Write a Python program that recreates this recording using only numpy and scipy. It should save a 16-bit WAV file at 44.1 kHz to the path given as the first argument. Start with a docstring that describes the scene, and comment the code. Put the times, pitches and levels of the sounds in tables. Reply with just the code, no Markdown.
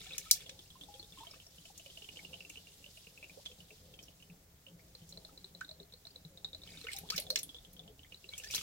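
"""Kitchen: a hand stirs and squeezes rice in a metal pot of water in a steel sink, close to a two-port phone mic.
A steady trickle of drops plinks nearby (ringing bubbles) and thumps the sink (low modes).
Lifted handfuls splash (cracks, grainy noise, droplets) and spatter (more bubbles);
water swishes (flickering noise bands) over the hum of the kitchen (shaped noise)."""
import sys
import numpy as np
from scipy import signal
from scipy.fft import rfft, irfft
from scipy.io import wavfile
from scipy.ndimage import uniform_filter1d

SR = 44100
rng = np.random.default_rng(int(sys.argv[2]) if len(sys.argv) > 2 else 0)


def to_wav(sig):
    """Store sig (one row per channel, or 1-D mono) as 16-bit WAV at the path in sys.argv[1].

    Samples outside -1..1 are clipped; the rate is SR.
    """
    pcm = np.clip(np.atleast_2d(sig), -1, 1) * 32767
    pcm = np.round(pcm).astype(np.int16)
    wavfile.write(sys.argv[1], SR, pcm.T)  # frames by channels


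N = 380141
TOP_HZ = 15900


def undb(db):
    """dB to amplitude."""
    return 10 ** (np.asarray(db) / 20)


def unit(x):
    """Scale to RMS 1."""
    return x / np.sqrt(np.mean(x ** 2))


def peak(x):
    """Scale to peak 1."""
    return x / np.max(np.abs(x))


def band(x, hz, width_hz):
    """Resonance of gain 1 at the centre."""
    return signal.lfilter(*signal.iirpeak(min(hz, .45 * SR), hz / width_hz, SR), x)


def between(x, lo_hz, hi_hz):
    """Butterworth bandpass."""
    return signal.sosfilt(signal.butter(2, [lo_hz, hi_hz], "bandpass", fs=SR, output="sos"), x)


def walk(rate_hz):
    """Random levels held 1 / rate_hz s and slewed; spread near 1."""
    k = int(SR / rate_hz)
    return uniform_filter1d(np.repeat(rng.standard_normal(N // k + 1), k), k)[:N]


def columns(table):
    """Interpolate each column over time."""
    s, *rest = np.transpose(table)
    return [np.interp(np.arange(N) / SR, s, c) for c in rest]


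def add(track, s, sound):
    """Mix a sound in at s seconds."""
    i = int(s * SR)
    track[i:i + len(sound)] += sound[:max(N - i, 0)]


def fade(t60_s):
    """Time axis and exponential decay down to -60 dB."""
    t = np.arange(int(t60_s * SR)) / SR
    return t, np.exp(-np.log(1000) * t / t60_s)


def specks(rate_hz):
    """Sparse clicks of uneven size."""
    return (rng.random(N) < rate_hz / SR) * rng.standard_normal(N)


def bubble(hz, t60_s, rise, swell_s=0.00028):
    """Ringing air pocket: pitch climbs ever faster (rise = ln ratio) toward the surface, fading as it climbs."""
    t, decay = fade(t60_s)
    climb = np.exp(rise * (t / t[-1]) ** 2)
    whole = np.exp(-(climb - 1) ** 2)
    phase = 2 * np.pi * np.cumsum(np.minimum(hz * climb, .45 * SR)) / SR
    return np.sin(phase) * decay * whole * (1 - np.exp(-t / swell_s))


def hiss(db, top_db, low_hz, grain_rate_hz, grain_db, flicker_db):
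    """Countless tiny surface bubbles: noise and specks, each band flickering mostly alone."""
    out, shared = 0, walk(40)
    for hz in low_hz * 2 ** np.arange(0, 2.1, .5):
        high = np.clip(np.log2(hz / 6500), 0, 1)
        source = rng.standard_normal((2, N)) + undb(grain_db) * unit(specks(grain_rate_hz))
        layer = unit(band(band(source, hz, hz / 2), hz, hz / 2))
        out = out + layer * undb(db + high * top_db + flicker_db * (shared / 2 + walk(60)))
    return out


def froth(db, rate_hz, level_db, low_hz):
    """Small bubbles over two octaves at random times, louder where db is higher."""
    out = np.zeros(N)
    for when, tone, size in rng.random((int(rate_hz * N / SR), 3)):
        hz = low_hz * 4 ** tone
        stir_db = db[int(when * N)]
        if stir_db > -90:
            add(out, when * N / SR, undb(stir_db + level_db + 14 * size) * bubble(hz, 35 / hz, .3))
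    return out


BASIN_T60_S, BASIN_DB = 0.021, 5.5
ROOM_T60_S, ROOM_DB = 0.14, 0.5
RIGHT_LAG_S = .00009


def space(x, wet_db=0):
    """Direct sound, later at the right port, then basin echoes and room, different at each port."""
    response = np.zeros((2, SR // 2))
    for t60_s, db in ((BASIN_T60_S, BASIN_DB), (ROOM_T60_S, ROOM_DB)):
        decay = fade(min(t60_s, .48))[1]
        tail = rng.standard_normal((2, SR // 2))[:, :len(decay)] * decay
        response[:, 30:30 + len(decay)] += undb(db + wet_db) * tail / np.sqrt(np.sum(decay ** 2))
    response[0, 0] = 1
    response[1, :16] = np.sinc(np.arange(16) - RIGHT_LAG_S * SR)  # fractional delay
    return signal.fftconvolve(np.broadcast_to(x, (2, N)), response, axes=1)[:, :N]


# kitchen hum spectrum, relative: f/Hz, level/dB per Hz
KITCHEN_SPECTRUM = [(20, -10.5), (45, -8.5), (72, 1.5), (120, -3.5), (250, -14.5), (700, -20),
                    (1000, -22.5), (2200, -23), (3300, -29), (7000, -24.5), (9000, -29.5), (16000, -22)]
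KITCHEN_DB, ALIKE_BELOW_HZ = -64, 1100


def kitchen():
    """Steady shaped noise; bass alike at both ports, treble unrelated."""
    hz = np.fft.rfftfreq(N, 1 / SR) + 1
    shape_hz, shape_db = np.transpose(KITCHEN_SPECTRUM)
    shape = undb(np.interp(np.log(hz), np.log(shape_hz), shape_db))
    mid, side = rfft(rng.standard_normal((2, N))) * shape
    side = side * np.clip(hz / ALIKE_BELOW_HZ, .16, 1)
    return unit(irfft(np.array([mid + side, mid - side]), N)) * undb(KITCHEN_DB)


# steel sink modes: f/Hz, width/Hz, level/dB
SINK_MODES = [(170, 40, 0), (290, 70, -8), (420, 70, -7), (520, 70, -6), (650, 120, -10), (800, 150, -14)]
KNOCKS_HZ, KNOCK_DB = 48, -3


def sink(rumble_db):
    """Basin modes driven by noise and sloshing knocks, each surging; a deep rumble follows the stir level."""
    surge_db = 3.5 * walk(10)
    knocks = undb(KNOCK_DB) * unit(specks(KNOCKS_HZ))
    modes = np.zeros(N)
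    for hz, width_hz, db in SINK_MODES:
        drive = rng.standard_normal(N) + knocks
        mode = unit(band(band(drive, hz, width_hz), hz, width_hz))
        modes += undb(db + 3.16 * walk(12)) * mode
    deep = unit(between(rng.standard_normal(N), 31, 106))
    return undb(rumble_db - 6 + surge_db) * modes + undb(rumble_db - 4.0) * deep


# water lumps and knocks that shake the sink: t/s, level/dB, f/Hz
LUMP_HITS = [(0.946, -51.5, 523), (1.59, -49.5, 168), (3.499, -52.5, 496), (4.304, -41, 170.5),
             (4.728, -40.5, 165), (5.025, -47, 159), (5.55, -45, 177), (5.808, -53, 398),
             (6.254, -46, 157.6), (7.328, -48, 605), (7.022, -43, 171.5), (7.145, -42.5, 173),
             (7.301, -43, 518), (3.711, -56, 428), (4.672, -57, 534), (6.845, -51, 459),
             (7.888, -52.5, 425)]
LUMP_SWELL_CYCLES = 2.51


def lumps():
    """Low gulps that swell for a few cycles, peak and fade unevenly."""
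    out = np.zeros(N)
    for s, db, hz in LUMP_HITS:
        swell_s = LUMP_SWELL_CYCLES / hz
        add(out, s - swell_s / 2, undb(db + 3.5) * bubble(hz, 0.12, 0.12, swell_s=swell_s))
    return out * undb(4 * walk(90))


# stirred water: t/s, swish level/dB, sink rumble level/dB
STIR_LEVELS = [(0, -67.5, -61), (.6, -68.5, -62), (1.5, -69, -68.5), (2.0, -65, -64), (3.2, -68.5, -66),
               (3.8, -70, -62), (4.1, -74, -63.5), (4.55, -79.5, -67.5), (5.1, -71, -62), (5.8, -76.5, -66),
               (6.5, -76, -63), (7.15, -65, -58), (7.5, -70, -64.5), (7.9, -77, -59.5), (8.2, -73.5, -66.5),
               (8.62, -55, -57.5)]


def stir():
    """Stirred water: swish noise, its froth of small bubbles, and the rumble of the sink."""
    swish_db, rumble_db = columns(STIR_LEVELS)
    swish = hiss(swish_db, -6, 3560, 300, -11.5, 2.26)
    return swish, froth(swish_db, 35, 2.5, 2534.0), sink(rumble_db)


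# showers of spray off the moving hand: start t/s, hold/s, level/dB
SPRAY_SHOWERS = [(0, .42, -64), (1.157, .2, -71.5), (6.668, 0.31, -67), (7.128, 0.052, -58),
                 (8.317, 0.35, -72.5), (8.533, 0.021, -48), (8.56, .06, -57.5)]
SPRAY_RISE_DB_S, SPRAY_FALL_DB_S = 497, 292
MIST_DB, FIZZ_DB, GURGLE_DB = -1.5, 2.5, -3


def spray():
    """Droplets off the breaking surface: showers swell, hold and die as mist, fizz and lower gurgle."""
    t = np.arange(N) / SR
    showers_db = []
    for s, hold_s, top_db in SPRAY_SHOWERS:
        rise_db = SPRAY_RISE_DB_S * np.maximum(s - t, 0)
        fall_db = SPRAY_FALL_DB_S * np.maximum(t - s - hold_s, 0)
        showers_db.append(top_db - rise_db - fall_db)
    db = np.max(showers_db, axis=0)
    mist = hiss(db + MIST_DB, -6, 3500, 500, 0, 3)
    fizz = froth(db, 700, FIZZ_DB, 2000.)
    gurgle = froth(np.minimum(db, -60), 250, GURGLE_DB, 1200.)
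    return mist, fizz + gurgle


# clear drops, each trapping a small bubble: t/s, level/dB
CLEAR_DROPS = [(0.3538, -40), (0.406, -42.5), (0.4625, -41.5), (0.4958, -42.5), (0.5916, -41.5),
               (0.7033, -45), (0.8116, -40.5), (0.8356, -42.5), (0.9406, -43.5), (1.0276, -44.5),
               (1.1225, -47), (1.1863, -43.5), (1.2082, -47.5), (1.269, -42.5), (1.4006, -45),
               (1.5835, -48.5), (1.6541, -43.5), (1.7972, -44.5), (1.8609, -42), (1.9005, -45.5),
               (1.9731, -40.5), (2.0213, -41.5), (2.044, -42.5), (2.0887, -38.5), (2.159, -47.5),
               (2.171, -38.5), (2.2491, -42), (2.332, -41.5), (2.3404, -36), (2.406, -40.5),
               (2.4495, -45.5), (2.5, -40.5), (2.5569, -43.5), (2.572, -42), (2.67, -48.5), (2.8421, -45),
               (2.8624, -44), (2.9726, -45.5), (3.0697, -45), (3.1757, -47), (3.2276, -43), (3.242, -41),
               (3.2966, -48), (3.46, -32.5), (3.515, -46), (3.604, -48), (3.7058, -46.5), (3.9392, -45),
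               (3.9897, -41), (4.0831, -48), (4.201, -56), (4.2245, -48.5), (4.2995, -51.5), (4.6655, -47),
               (4.683, -50.5), (4.9507, -40.5), (5.1243, -42.5), (5.1734, -39.5), (5.249, -39.5),
               (5.3759, -43), (5.444, -38), (5.5493, -44), (5.647, -42.5), (5.691, -40), (5.7119, -39),
               (5.8002, -44.5), (5.9234, -49), (5.9372, -42), (6.0521, -45), (6.0691, -39.5), (6.1594, -41),
               (6.2497, -46), (6.374, -45), (6.446, -30), (6.5311, -39.5), (6.5475, -37.5), (6.6179, -49),
               (6.635, -41), (7.267, -39.5), (7.4318, -41), (7.4919, -41), (7.5456, -40.5), (7.565, -46),
               (7.649, -44.5), (7.766, -49), (7.7933, -40.5), (7.878, -46.5), (7.9932, -47.5),
               (8.0327, -47.5), (8.1224, -41.5), (8.2422, -45), (8.3803, -46), (8.3992, -41),
               (8.5022, -40.5)]
# trickle bubble pitch, sagging slowly and jumping back up: t/s, f/Hz
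TRICKLE_PITCH = [(0, 3350), (.95, 3295), (1.1, 3540), (1.2, 3150), (2.35, 2795), (2.41, 2710), (3.0, 2850),
                 (3.3, 2420), (3.44, 3410), (3.72, 2606), (3.92, 3235), (4.3, 2620), (4.7, 2930),
                 (4.93, 4160), (5.55, 3980), (5.66, 3805), (6.2, 3930), (6.63, 3665), (7.8, 3216),
                 (8.13, 2844), (8.5, 2510)]
# drops shaken off the hand: t/s, level/dB, bubble f/Hz
HAND_SPATTER = [(0.007, -45, 3300), (0.148, -48, 2450), (0.015, -43, 3680), (0.067, -40.5, 3380),
                (0.0933, -43, 3750), (0.108, -42, 2540), (0.1212, -39, 3410), (0.1333, -38, 3760),
                (0.996, -41, 4270), (6.675, -41.5, 3090), (6.7196, -49, 3730), (6.814, -41, 4100),
                (6.8427, -44.5, 3700), (6.8694, -34.5, 2840), (6.971, -41.5, 3780), (7.089, -41, 3350),
                (7.104, -25, 4540), (7.1799, -32, 3140), (7.221, -42, 4240), (7.3031, -23.5, 4230),
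                (7.374, -30.5, 4130), (8.047, -53, 2040), (8.1444, -43, 3920), (8.29, -40, 4030),
                (8.336, -35, 3280), (4.794, -56, 2140), (1.311, -45, 5200), (5.017, -56, 3080),
                (1.466, -46.5, 5500), (1.342, -51, 2630), (6.705, -46, 4700), (6.773, -43, 3680),
                (6.908, -46.5, 1890), (8.472, -45, 4570), (8.5392, -27, 3290), (8.547, -27, 4050),
                (8.551, -31, 6020), (8.58, -32, 3320)]
PAIR_GAP_S, PAIR_LIFT = .04, 1.07  # a drop right behind another traps a smaller, higher bubble


def trickle():
    """Rows (t/s, level/dB, f/Hz): clear drops pitched by the trickle, then hand spatter."""
    s, db = np.transpose(CLEAR_DROPS)
    lift = np.where(np.diff(s, prepend=0) < PAIR_GAP_S, PAIR_LIFT, 1)
    hz = np.interp(s, *np.transpose(TRICKLE_PITCH)) * lift
    return np.vstack([np.transpose([s, db, hz]), HAND_SPATTER])


DROP_T60_S, DROP_RISE, DROP_SPREAD = .021, 0.084, .07
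DROP_TICK_DB, THUMP_DB, SATELLITE_DB, PARTNER_DB, OVERTONE_DB = -6, -13.5, -18.5, -8.5, -17


def drops():
    """Each drop ticks, rings a bubble and a beating partner, is chased by a droplet, rings one sink mode."""
    plink, thump = np.zeros(N), np.zeros(N)
    tick = np.diff(np.hanning(12), prepend=0) + 0.84 * np.hanning(12)
    rows = trickle()
    chance, pick = rng.standard_normal((len(rows), 6)), rng.random((len(rows), 2))
    for (s, db, hz), c, u in zip(rows, chance, pick):
        add(plink, s, undb(db) * bubble(hz, DROP_T60_S * np.exp(0.23 * c[0]), DROP_RISE))
        partner_hz = hz * (1 + DROP_SPREAD * c[4])
        add(plink, s, undb(db + PARTNER_DB) * bubble(partner_hz, DROP_T60_S, DROP_RISE))
        add(plink, s, undb(db + OVERTONE_DB) * bubble(2 * hz, DROP_T60_S / 2, DROP_RISE))
        add(plink, s, undb(db + DROP_TICK_DB) * tick)
        late_s = 0.0059 + 0.034 * u[0]
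        satellite_hz = hz * (PAIR_LIFT + DROP_SPREAD * c[2] / 2)
        satellite_db = db + SATELLITE_DB + 7.8 * c[1]
        add(plink, s + late_s, undb(satellite_db) * bubble(satellite_hz, DROP_T60_S, DROP_RISE))
        mode_hz = SINK_MODES[int(u[1] * (len(SINK_MODES) - 1))][0] * (1 + DROP_SPREAD * c[5])
        thump_db = min(db, -42) + THUMP_DB + 2 * c[3]
        add(thump, s, undb(thump_db) * bubble(mode_hz, .07, .1, swell_s=.002))
    return plink, thump


# larger bubbles: t/s, level/dB, f/Hz, t60/s, pitch rise over the ring/ln ratio
LARGE_BUBBLES = [(0.259, -51.5, 1280, 0.08, 0.66), (0.754, -53.5, 1033, 0.068, 0.47),
                 (1.202, -48, 895, 0.14, 0.27), (1.234, -45, 970, 0.031, 0.37),
                 (1.173, -60, 1058, 0.17, 0.05), (1.337, -48.5, 1190, 0.026, 0.31),
                 (1.701, -47, 796, 0.034, 0.3), (2.191, -38, 2170, 0.014, 0.18),
                 (5.292, -51.5, 1280, 0.027, 0.38), (5.612, -33.5, 1504, 0.034, 0.36),
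                 (6.868, -39, 1445, 0.022, 0.41), (6.885, -33, 2103, 0.039, 0.3),
                 (7.181, -29.5, 574, 0.024, 0.42), (7.359, -34, 2070, 0.036, 0.34),
                 (8.324, -50.5, 2260, 0.1, 0.3), (8.437, -45, 1695, 0.11, 1),
                 (3.373, -47.5, 531, 0.13, 12.5), (7.033, -51, 788, 0.1, 4.8),
                 (7.121, -40.5, 1230, 0.13, 9), (0.885, -59.5, 822, 0.62, 0.045),
                 (6.945, -56, 792, 0.23, 0.055)]


def bubbles():
    """Gulps of air dragged under by the hand; the churning water makes them waver."""
    out = np.zeros(N)
    for s, db, hz, t60_s, rise in LARGE_BUBBLES:
        add(out, s, undb(db) * bubble(hz, t60_s, rise, swell_s=1.32 / hz))
    return out * undb(3 * walk(120))


# water slaps on water and steel: t/s, level/dB, brightest f/Hz, dull part/dB re level, t60/s
WATER_SLAPS = [(0.181, -23.5, 6330, -7.5, 0.011), (0.3118, -6, 5760, -53, 0.0078),
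               (0.494, -48, 5640, 11, 0.017), (1.7776, -41, 6740, -25, 0.028),
               (2.496, -41, 6530, -12, 0.02), (3.455, -62.5, 7600, 19, 0.039),
               (4.0268, -49, 5740, -19, 0.1), (5.091, -49, 6460, -21, 0.089), (5.609, -49, 6360, 6.5, 0.03),
               (6.917, -40.5, 7500, 2.5, 0.17), (6.9633, -37, 5800, -11, 0.045),
               (6.986, -34, 12000, -8, 0.014), (7.102, -28.5, 4600, 0.5, 0.014),
               (7.162, -32.5, 5340, -10, 0.074), (7.179, -28, 4060, -1, 0.035),
               (7.2, -29, 10500, -14, 0.0097), (7.3022, -30.5, 5130, -32, 0.03),
               (7.358, -25.5, 5260, 5.5, 0.017), (7.3885, -30, 5800, -7, 0.027),
               (7.431, -32.5, 10300, -22, 0.025), (7.732, -49.5, 13400, -13.5, 0.032),
               (8.3797, -34.5, 7300, -24, 0.027), (8.4362, -43.5, 5550, 2.5, 0.081),
               (8.509, -36.5, 5500, -6.5, 0.075), (8.548, -23.5, 5200, -8, 0.038)]
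CRACK_DB, SLAP_TOP_DB, SHOWER_GRAIN_DB = 5.5, -7, 7
DROPLET_DB, DROPLET_CYCLES, DROPLET_SPREAD = 5, 5.7, .4  # separate droplets thrown up by a slap


def dull(x):
    """Duller part of a slap."""
    return between(between(x, 2170, 6800), 1500, TOP_HZ)


def thin(x, hz):
    """Strip the lows an octave below hz."""
    return between(between(x, hz / 2, TOP_HZ), hz / 2, TOP_HZ)


def slaps():
    """Sharp crack, then a grainy shower brightest round one pitch, a duller part and scattered droplets."""
    crack, shower = np.zeros(N), np.zeros((2, N))
    thrown = rng.random((len(WATER_SLAPS), 16, 3))
    noises = rng.standard_normal((len(WATER_SLAPS), 2, SR // 5))
    grain = undb(SHOWER_GRAIN_DB * walk(400))
    front = signal.unit_impulse(256)
    for (s, db, hz, dull_db, t60_s), noise, flock in zip(WATER_SLAPS, noises, thrown):
        decay = fade(min(t60_s, .19))[1]
        snap = between(front, 6400, TOP_HZ) / 2 + thin(band(front, hz, .5 * hz), hz)
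        add(crack, s, undb(db + CRACK_DB) * peak(snap))
        add(crack, s, undb(db + dull_db + CRACK_DB) * peak(dull(front)))
        patchy = decay * grain[int(s * SR):][:len(decay)]
        patchy = patchy * np.sqrt(np.sum(decay ** 2) / np.sum(patchy ** 2))  # same energy as the plain decay
        for port in range(2):
            wet = noise[port, :len(decay)] * patchy
            bright = thin(band(band(wet, hz, hz / 2), hz, hz / 2), hz)
            bright = bright + undb(SLAP_TOP_DB) * between(wet, 5140, TOP_HZ)
            add(shower[port], s + 0.00045, undb(db) * bright + undb(db + dull_db - 0.5) * dull(wet))
        for late, tone, size in flock:
            drop_hz = hz * np.exp(DROPLET_SPREAD * (2 * tone - 1))
            drop_db = db + max(dull_db, 0) + DROPLET_DB - 30 * late - 12 * size
            droplet = bubble(drop_hz, DROPLET_CYCLES / drop_hz, 0.16)
            add(crack, s + late * t60_s / 2, undb(drop_db) * droplet)
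    return crack, shower


PLINK_WET_DB, SLAP_WET_DB = -5, -3.5


def scene():
    """Mix all layers at the two ports."""
    swish, stir_froth, rumble = stir()
    mist, fizz = spray()
    plink, thump = drops()
    crack, shower = slaps()
    rings = plink + bubbles() + fizz + stir_froth
    boom = thump + lumps() + rumble
    # long waves reach both ports almost alike
    apart = undb(-11.5) * between(space(boom)[0], 310, 1100) * [[1], [-1]]
    splash = space(crack + shower, SLAP_WET_DB)
    return space(rings, PLINK_WET_DB) + splash + swish + mist + boom + apart + kitchen()


def record(dry):
    """The phone cuts the top."""
    return signal.sosfilt(signal.ellip(10, .2, 70, TOP_HZ, fs=SR, output="sos"), dry)


dry = scene()
out = record(dry)
to_wav(out)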